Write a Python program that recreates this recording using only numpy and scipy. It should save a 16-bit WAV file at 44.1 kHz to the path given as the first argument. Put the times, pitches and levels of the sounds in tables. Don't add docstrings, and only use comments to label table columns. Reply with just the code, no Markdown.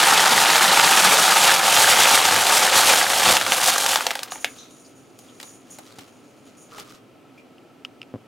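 import sys
import numpy as np
from scipy import signal
from scipy.fft import rfft, irfft, next_fast_len
from scipy.io import wavfile
from scipy.ndimage import uniform_filter1d

SR = 44100
rng = np.random.default_rng(int(sys.argv[2]) if len(sys.argv) > 2 else 0)


def digitize_waveform(pressure):
    field = np.atleast_2d(pressure).T
    bounded = np.clip(field, -1, 1)
    quanta = np.round(bounded * 32767).astype(np.int16)
    wavfile.write(sys.argv[1], SR, quanta)


N = 364707
TIME = np.arange(N) / SR
SHORT = TIME[:4096]

FULL_DB = -18
WALL_DB, WALL_FOLLOW = -21, 0.89
HEAP_DB, HEAP_FOLLOW = -41, 1.05
EMPTY_S = 1.1
EMPTY_WALL_DB, EMPTY_TOCK_DB, EMPTY_BRIGHT_DB = 1.5, 3, -1
SHAKE_BRIGHT_DB, SHAKE_WALL_DB = 1.1, -0.5
# middle t/s, length/s, level/dB
CLUMP_DROPS = [(.35, .07, -33), (.69, .07, -37.5), (.81, .05, -38), (1.07, .07, -33), (2.35, .06, -33.5),
               (3.3, .08, -34), (3.47, .15, -42)]


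def stream():
    flow_db, shaken = flow()
    empty = np.exp(-(TIME / EMPTY_S) ** 2)
    per_s = np.interp(TIME, [0, 2.9, 3.5, 4.3], [3200, 2800, 2200, 1500])
    bunching = unit(uniform_filter1d(rng.standard_normal(N), 400))
    blows = impacts(per_s * amp(2.5 * bunching), spread_db=1.0, cap=4.2)
    tocks, jolts = knocks()
    clicks = steady(clay_contacts(blows), 0.27) + amp(-8.5 + EMPTY_TOCK_DB * empty) * tocks
    clicks = brighten(clicks, flow_db, shaken, empty)
    wall = steady(bowl(unit(blows) + amp(-3.5) * jolts, TIME), .1)
    thuds = steady(heap_thuds(blows), .1)
    wall_db = WALL_DB + WALL_FOLLOW * flow_db + EMPTY_WALL_DB * empty + SHAKE_WALL_DB * shaken
    heap_gain = power_sum(amp(HEAP_DB + HEAP_FOLLOW * flow_db), swells(CLUMP_DROPS))
    return amp(FULL_DB + flow_db) * clicks + amp(wall_db) * wall + heap_gain * thuds


# t/s, level/dB
POUR = [(0, -16.5), (.3, -18), (.6, -18.5), (1.03, -16), (1.22, -17.5), (1.55, -16.5), (1.61, -21.5),
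        (1.71, -16.5), (2.15, -15.5), (2.23, -21), (2.95, -22.5), (3.07, -26.5), (3.44, -29), (3.96, -26.5),
        (4.04, -34), (4.14, -37), (4.28, -49.5), (4.43, -57)]
# middle t/s, length/s, level/dB
BAG_SHAKES = [(2.35, 0.26, -23), (2.55, 0.081, -17.5), (2.66, 0.072, -19.5), (2.78, 0.083, -16.5),
              (2.9, 0.11, -16.5), (3.01, 0.084, -19.5), (3.15, 0.13, -22), (3.29, 0.13, -16),
              (3.535, 0.085, -22.5), (3.68, 0.099, -19), (3.81, 0.11, -28.5), (3.92, 0.062, -26),
              (4.33, .04, -47.5)]


def flow():
    pour = amp(np.interp(TIME, *np.transpose(POUR), right=-120))
    shaken = swells(BAG_SHAKES)
    total = power_sum(pour, shaken)
    return 20 * np.log10(total) - FULL_DB, (shaken / total) ** 2


# f/Hz, level/dB
CLAY_COLOUR = [(150, -25.5), (500, -7.5), (1100, -0.5), (1700, -3), (2000, 0), (2500, -0.5), (3300, 0),
               (5000, -4), (7000, -5), (10000, -8), (13000, -13), (16000, -20)]


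def clay_contacts(blows, count=16):
    size = rng.integers(0, count, N)
    contacts = 0
    for k, hz in enumerate(np.geomspace(1100, 14000, count)):
        contacts = contacts + band(grit(blows * (size == k), t60=0.011), hz, q=1.1)
    scrape = band(grit(blows, t60=.04), 9000, q=0.48)
    return colour(unit(contacts) + amp(-2) * unit(scrape), CLAY_COLOUR)


def knocks(count=28):
    blows = impacts(75, spread_db=2.8, cap=1.8)
    size = rng.integers(0, count, N)
    tocks = 0
    for k, hz in enumerate(np.geomspace(1300, 4800, count)):
        tocks = tocks + signal.oaconvolve(blows * (size == k), ping(hz, cycles=2.8)[:1024])[:N]
    return steady(tocks, 0.067), unit(blows)


BRIGHT_DB, BRIGHT_FOLLOW = 1.5, 0.18
FINES_S, FINES_LENGTH_S, FINES_DB = 3.89, 0.4, 5
BRIGHT_FLICKER_DB = 1.0


def brighten(clicks, flow_db, shaken, empty):
    dull = signal.lfilter(*signal.butter(1, 5000, fs=SR), clicks)
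    bright_db = BRIGHT_DB + BRIGHT_FOLLOW * flow_db + FINES_DB * bell(TIME, FINES_S, FINES_LENGTH_S)
    bright_db = bright_db + SHAKE_BRIGHT_DB * shaken + EMPTY_BRIGHT_DB * empty
    bright = amp(bright_db + BRIGHT_FLICKER_DB * wander(size=1400))
    return dull / np.maximum(bright, .1) + (clicks - dull) * bright


# nominal f/Hz, width/Hz of the first of two resonators, level/dB at start, level/dB when full
BOWL_MODES = [(330, 87, -16, -19), (427, 63, -11.5, -13), (537.4, 70, -12, -5.5), (566, 130, -13, -9.5),
              (750.5, 81, -2, 0), (879, 101, -1, -0.5), (1216, 170, -4, -4.5), (1400, 130, -8, -7),
              (1632, 210, -8, -6)]


def bowl(blows, s):
    full = np.clip(s / 3.06, 0, 1)
    sag = 1.04 - 0.06 * full
    ring = 0
    for hz, width, start_db, full_db in BOWL_MODES:
        mode_gain = amp(start_db + (full_db - start_db) * full)
        drive = blows * rng.standard_normal(len(blows)) * mode_gain
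        ring = ring + resonate(resonate(drive, hz * sag, width), hz * sag, 5.0 * width)
    return ring


# f/Hz, level/dB
THUD_COLOUR = [(25, -17), (50, -31), (75, -12.5), (110, -4.5), (185, 3.5), (270, 1.5), (380, -1.5),
               (600, -11), (1500, -55.5)]


def heap_thuds(blows):
    thudding = blows * (rng.random(N) < .12)
    heap_hz = np.interp(TIME, [0, 1.2, 2.3, 4], [180, 178, 113, 102])
    heap = resonate(resonate(thudding, heap_hz, 70), heap_hz, 110)
    return unit(colour(thudding, THUD_COLOUR)) + amp(-9.0) * unit(heap)


# t/s, level/dB before a 2 dB cut, f/Hz,
# bowl share/dB (high on the wall, low on the heap)
HARD_LANDINGS = [(.502, -0.5, 1372, -15), (0.534, -2.5, 1400, -14), (0.557, 0.5, 2870, -19.5),
                 (.58, -2, 1400, -15.5), (0.642, -1, 1685, -9), (.797, 1.5, 1594, -10),
                 (2.237, -10.5, 1500, -21), (2.253, 2, 3390, -12.5), (2.279, -11, 1360, -5.5),
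                 (2.31, -1.5, 1540, -20), (2.362, -2.5, 2050, -14), (2.468, 0.5, 3270, -15),
                 (3.368, 1.5, 3240, -14), (3.4122, -2, 2000, -12), (3.465, -3, 1910, -13.5),
                 (3.521, 3.5, 2400, -17), (3.614, -5, 3520, -9.5), (3.782, 0.5, 7040, -15),
                 (3.863, 3.5, 3400, -27), (3.912, -6.5, 3000, -10), (3.933, -4, 1990, -20),
                 (3.958, 2, 3300, -8), (4.008, -7, 1710, -7.5), (4.067, 0.5, 2800, -11.5),
                 (4.107, -7, 2200, -19), (4.113, -10, 3460, -6), (4.154, -8, 3600, -10),
                 (4.192, -13, 2840, -12.5), (4.2319, -7, 6000, -16.5), (4.32, -14.5, 4000, -4),
                 (4.357, -21.5, 1810, -5), (4.445, -0.5, 2300, -14)]


def clacks():
    out = np.zeros(N)
    for s, db, hz, bowl_db in HARD_LANDINGS:
        tock = amp(-2.5) * ping(hz, cycles=0.36)
        crack = amp(-4.5) * peaked(click(np.sqrt(hz * 3600), t60=0.017, q=1.0))
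        jostle = amp(-15.5) * peaked(click(hz, t60=.06, q=1.0))
        wall = amp(bowl_db) * peaked(bowl(signal.unit_impulse(len(SHORT)), s))
        add(out, s, amp(db - 2.0) * (tock + crack + jostle + wall))
    return signal.lfilter(*signal.butter(3, 450, "high", fs=SR), out)


# f/Hz, level/dB
BAG_COLOUR = [(100, 0.5), (450, 12), (850, -1), (1200, 8), (1800, 1), (3200, 3), (6000, 1), (10000, -6.5),
              (15000, -12.5)]
# middle t/s, length/s, level/dB
BAG_STROKES = [(4.47, 0.33, -50), (5.27, 0.1, -56), (5.46, 0.13, -54), (5.75, 0.13, -55.5),
               (5.9, 0.093, -51), (6.02, 0.11, -52.5), (6.48, 0.053, -58), (6.73, 0.036, -50),
               (6.79, 0.063, -43), (6.91, 0.086, -49), (7.38, .05, -61)]
CREEP_DB = -64
# t/s, level/dB before a 6 dB cut, f/Hz, share of the dull flap/dB
BAG_CREASES = [(5.189, -26, 6360, -21), (5.4, -21, 2530, -16), (5.413, -28, 6100, -16),
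               (5.429, -21, 4500, -7), (5.786, -25, 6690, -1), (5.986, -25, 3970, -5),
               (5.99, -25, 2780, -18), (6.008, -31.5, 3920, -11), (6.71, -36, 1900, -10),
               (6.783, -27.5, 2150, 2.5), (6.798, -21, 4660, -14), (6.983, -41, 1940, -14)]
# t/s, level/dB, f/Hz, t60/s
BAG_SQUEAKS = [(4.579, -46, 3800, 0.48), (4.576, -43.5, 6100, 0.32), (4.845, -50, 4840, .12),
               (5.283, -49, 3200, 0.092), (6.712, -45.5, 1225, 0.82), (7.372, -51, 2450, .2)]


def bag():
    catching = unit(uniform_filter1d(rng.standard_normal(N), 300))
    slips = impacts(1500 * amp(5 * catching), spread_db=3.2, cap=3)
    crackle = colour(grit(slips, t60=0.0045), BAG_COLOUR)
    out = power_sum(swells(BAG_STROKES), amp(CREEP_DB) * carried()) * steady(crackle, 0.094)
    for s, db, hz, flap_db in BAG_CREASES:
        snap = peaked(click(hz, t60=0.034, q=1.0))
        flap = amp(flap_db) * peaked(click(770, t60=0.049, q=2.7))
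        add(out, s, amp(db - 6.0) * (snap + flap))
    t = TIME[:SR // 3]
    for s, db, hz, t60 in BAG_SQUEAKS:
        rub = rng.standard_normal(len(t))
        squeak = unit(resonate(resonate(rub, hz, 0.14 * hz), hz, .25 * hz))
        add(out, s, squeak * amp(db - 60 * t / t60) * (1 - np.exp(-t / 0.0044)))
    return out


HELD_S = 4.3
LET_GO_S, LET_GO_DB_PER_S = 6.9, 110


def carried():
    return (TIME > HELD_S) * amp(-LET_GO_DB_PER_S * np.maximum(TIME - LET_GO_S, 0))


# f/Hz, base width/Hz (two resonators, x1.8 and x6), level/dB
WHIR_RESONANCES = [(6100, 220, -6.5), (6680, 220, 2.5), (9230, 190, -1), (10370, 60, -1.5),
                   (11200, 140, -11), (14500, 250, -15)]
# start t/s, level/dB, t60/s
WHIR_BURSTS = [(4.305, -32.5, 0.28), (4.4, -42.5, 0.81), (4.7, -50.5, 1), (4.79, -52, 0.46),
               (4.95, -57, .7), (5.18, -56, 1.5), (5.44, -43, 0.49), (5.702, -42.5, 0.39),
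               (6.568, -47, 0.43)]
WHIR_IDLE_DB, WHIR_RISE_S, WHIR_WAVER_DB = -68, 0.0046, 2


def whir():
    rub = rng.standard_normal(N)
    gain = amp(WHIR_IDLE_DB) * carried()
    for s, db, t60 in WHIR_BURSTS:
        age = np.maximum(TIME - s, 0)
        burst = amp(db) * (1 - np.exp(-age / WHIR_RISE_S)) * np.exp(-np.log(1000) * age / t60)
        gain = power_sum(gain, burst)
    tone = 0
    for hz, width, db in WHIR_RESONANCES:
        tone = tone + amp(db) * resonate(resonate(rub, hz, 1.8 * width), hz, 6 * width)
    return gain * amp(WHIR_WAVER_DB * wander(size=1200)) * unit(tone)


# t/s, level/dB before a 1.5 dB cut, f/Hz
DRY_TICKS = [(7.5826, -41, 2890), (7.8494, -16, 2890), (8.0166, -22, 2850), (8.0298, -31.5, 2590)]


def ticks():
    out = np.zeros(N)
    for s, db, hz in DRY_TICKS:
        ring = peaked(np.sin(2 * np.pi * hz * SHORT) * SHORT * np.exp(-SHORT / 0.00051))
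        pings = amp(-18.5) * ping(1320, cycles=4.5) + amp(-11.5) * ping(5100, cycles=5.7)
        crack = amp(-14.5) * peaked(click(2860, t60=0.034, q=4.8))
        add(out, s, amp(db - 1.5) * (ring + pings + crack))
    return out


# t/s, peak level/dB
COUNTER_BUMPS = [(5.786, -40), (5.985, -34), (8.14, -22.5), (8.148, -28), (8.158, -27)]
# f/Hz, level/dB, t60/s
COUNTER_MODES = [(124, 1.5, 0.065), (268.5, 9.5, 0.038), (410, 6, 0.024), (520, 6, .028), (720, -14, 0.05),
                 (1010, -13, 0.053)]


def bumps():
    thump = 0
    for hz, db, t60 in COUNTER_MODES:
        thump = thump + amp(db - 60 * SHORT / t60) * np.sin(2 * np.pi * hz * SHORT)
    thump = signal.lfilter(*signal.butter(4, 90, "high", fs=SR), thump)
    out = np.zeros(N)
    for s, db in COUNTER_BUMPS:
        add(out, s, amp(db) * peaked(thump))
    return out


# f/Hz, t60/s
ROOM_DECAY = [(200, 0.12), (1000, 0.19), (3000, 0.17), (8000, 0.043), (16000, 0.27)]


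def room(x, count=4):
    out = np.zeros(N)
    for k in range(count):
        hz, t, z = signal.stft(rng.standard_normal(SR // 3), SR, nperseg=256)
        tail = signal.istft(z * amp(-60 * t / read(ROOM_DECAY, hz)[:, None]), SR, nperseg=256)[1]
        tail *= np.arange(len(tail)) > .006 * SR
        turn = np.maximum(np.cos(2 * np.pi * (3 * TIME + k / count)), 0)
        out += signal.oaconvolve(x * turn, tail / np.linalg.norm(tail))[:N]
    return out


# f/Hz, relative density/dB
AIR_COLOUR = [(25, -26.5), (50, -33.5), (105, -6.5), (170, -5), (330, -1), (450, -4), (530, -5.5),
              (770, -7.5), (880, -13.5), (1900, -20.5), (2400, -17.5), (3100, -19.5), (3500, -24.5),
              (16000, -39)]
# f/Hz, width/Hz of the first resonator (x3 for the second), level/dB
HUM_TONES = [(123, 20, -66.5), (259, 37, -56.5), (1312, 60, -66)]
HUM_DB = -52.5


def hum():
    out = amp(HUM_DB) * unit(colour(rng.standard_normal(N), AIR_COLOUR))
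    for hz, width, db in HUM_TONES:
        tone = resonate(resonate(rng.standard_normal(N), hz, width), hz, 3 * width)
        out = out + amp(db) * unit(tone)
    return out


# f/Hz, phase/rad
LEFT_LEAD = [(50, .01), (250, .18), (650, .15), (900, .34), (1400, .03), (2000, 0)]
# f/Hz, level/dB
LEFT_TILT = [(50, .2), (200, 1.1), (600, .4), (770, -1.8), (950, -.5), (2000, 0)]


def ports(x):
    size = next_fast_len(N + len(SHORT))
    hz = np.fft.rfftfreq(size, 1 / SR)
    half = np.exp(.5j * read(LEFT_LEAD, hz)) * amp(read(LEFT_TILT, hz) / 2)
    return irfft(rfft(x, size) * np.array([half, 1 / half]), size)[:, :N]


def click(hz, t60, q):
    return band(rng.standard_normal(len(SHORT)) * amp(-60 * SHORT / t60), hz, q)


def ping(hz, cycles):
    turns = min(hz, SR / 3) * SHORT
    ring = np.sin(2 * np.pi * turns) * (1 - np.exp(-4 * turns)) * np.exp(-turns / cycles)
    return peaked(signal.lfilter(*signal.butter(2, 450, "high", fs=SR), ring))


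def impacts(per_s, spread_db, cap):
    size = amp(spread_db * np.minimum(rng.exponential(1, N), cap))
    return size * rng.choice([-1, 1], N) * (rng.random(N) < per_s / SR)


def grit(blows, t60):
    keep = np.exp(-2 * np.log(1000) / (t60 * SR))
    power = signal.lfilter([1], [1, -keep], blows ** 2 + 1e-18)
    return np.sqrt(power) * rng.standard_normal(N)


def band(x, hz, q):
    hz = min(hz, SR / 3)
    return signal.lfilter(*signal.iirpeak(hz, max(q, 2.5 * hz / SR), SR), x)


def resonate(x, hz, width):
    r = np.exp(-np.pi * width / SR)
    if np.ndim(hz) == 0:
        pull = r * np.cos(2 * np.pi * hz / SR)
        return 2 * (1 - r) * signal.lfilter([1, -pull], [1, -2 * pull, r * r], x + 1e-18)
    turn = np.exp(2j * np.pi * (np.cumsum(hz / SR) % 1))
    return 2 * (turn * signal.lfilter([1 - r], [1, -r], x * turn.conj() + 1e-18)).real


def colour(x, points):
    log_gain = np.log(amp(read(points, abs(np.fft.fftfreq(len(SHORT), 1 / SR)))))
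    taps = np.fft.ifft(np.exp(np.conj(signal.hilbert(log_gain)))).real
    return signal.oaconvolve(x, taps[:len(taps) // 2])[:len(x)]


def steady(x, seconds):
    size = max(int(seconds * SR), 1)
    power = uniform_filter1d(uniform_filter1d(x ** 2, size), size)
    return x / np.sqrt(abs(power) + 1e-12)


def bell(t, s, length):
    return np.exp(-2 * ((t - s) / length) ** 2)


def swells(rows):
    t = TIME[::64]
    return np.interp(TIME, t, power_sum(*(amp(db) * bell(t, s, length) for s, length, db in rows)))


def wander(size):
    return unit(uniform_filter1d(uniform_filter1d(rng.standard_normal(N), size), size))


def power_sum(*gains):
    return np.sqrt(sum(gain ** 2 for gain in gains))


def add(mix, s, sound):
    part = mix[max(round(s * SR), 0):][:len(sound)]
    part += sound[:len(part)]


def read(points, hz):
    f, value = np.transpose(points)
    return np.interp(np.log(hz + 1), np.log(f + 1), value)


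def amp(db):
    return np.exp(np.asarray(db) * (np.log(10) / 20))


def unit(x):
    return x / np.sqrt(np.mean(x ** 2) + 1e-20)


def peaked(x):
    return x / (abs(x).max() + 1e-20)


# f/Hz, level/dB
SIDE_COLOUR = [(40, -18), (100, -23), (250, -26), (600, -23), (1050, -16.5), (2000, -27), (4500, -37),
               (8500, -28), (12000, -37), (16000, -40)]


def scene():
    pebbles = stream() + clacks()
    pebbles = signal.lfilter(*signal.butter(3, 72, "high", fs=SR), pebbles)
    rustle = bag() + whir()
    near = pebbles + amp(-10.5) * room(pebbles) + rustle + amp(-11) * room(rustle) + ticks() + bumps()
    side = colour(room(pebbles), SIDE_COLOUR) + amp(-6.0) * room(rustle) + amp(-9) * hum()
    return ports(near) + hum() + np.array([side, -side])


EDGE_HZ = 15950


def record(dry):
    rounded = dry / (1 + (dry / .9) ** 4) ** .25
    lowpass = signal.firwin(511, EDGE_HZ, window=("kaiser", 9), fs=SR)
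    return signal.oaconvolve(rounded, lowpass[None], "same")


dry = scene()
out = record(dry)
digitize_waveform(out)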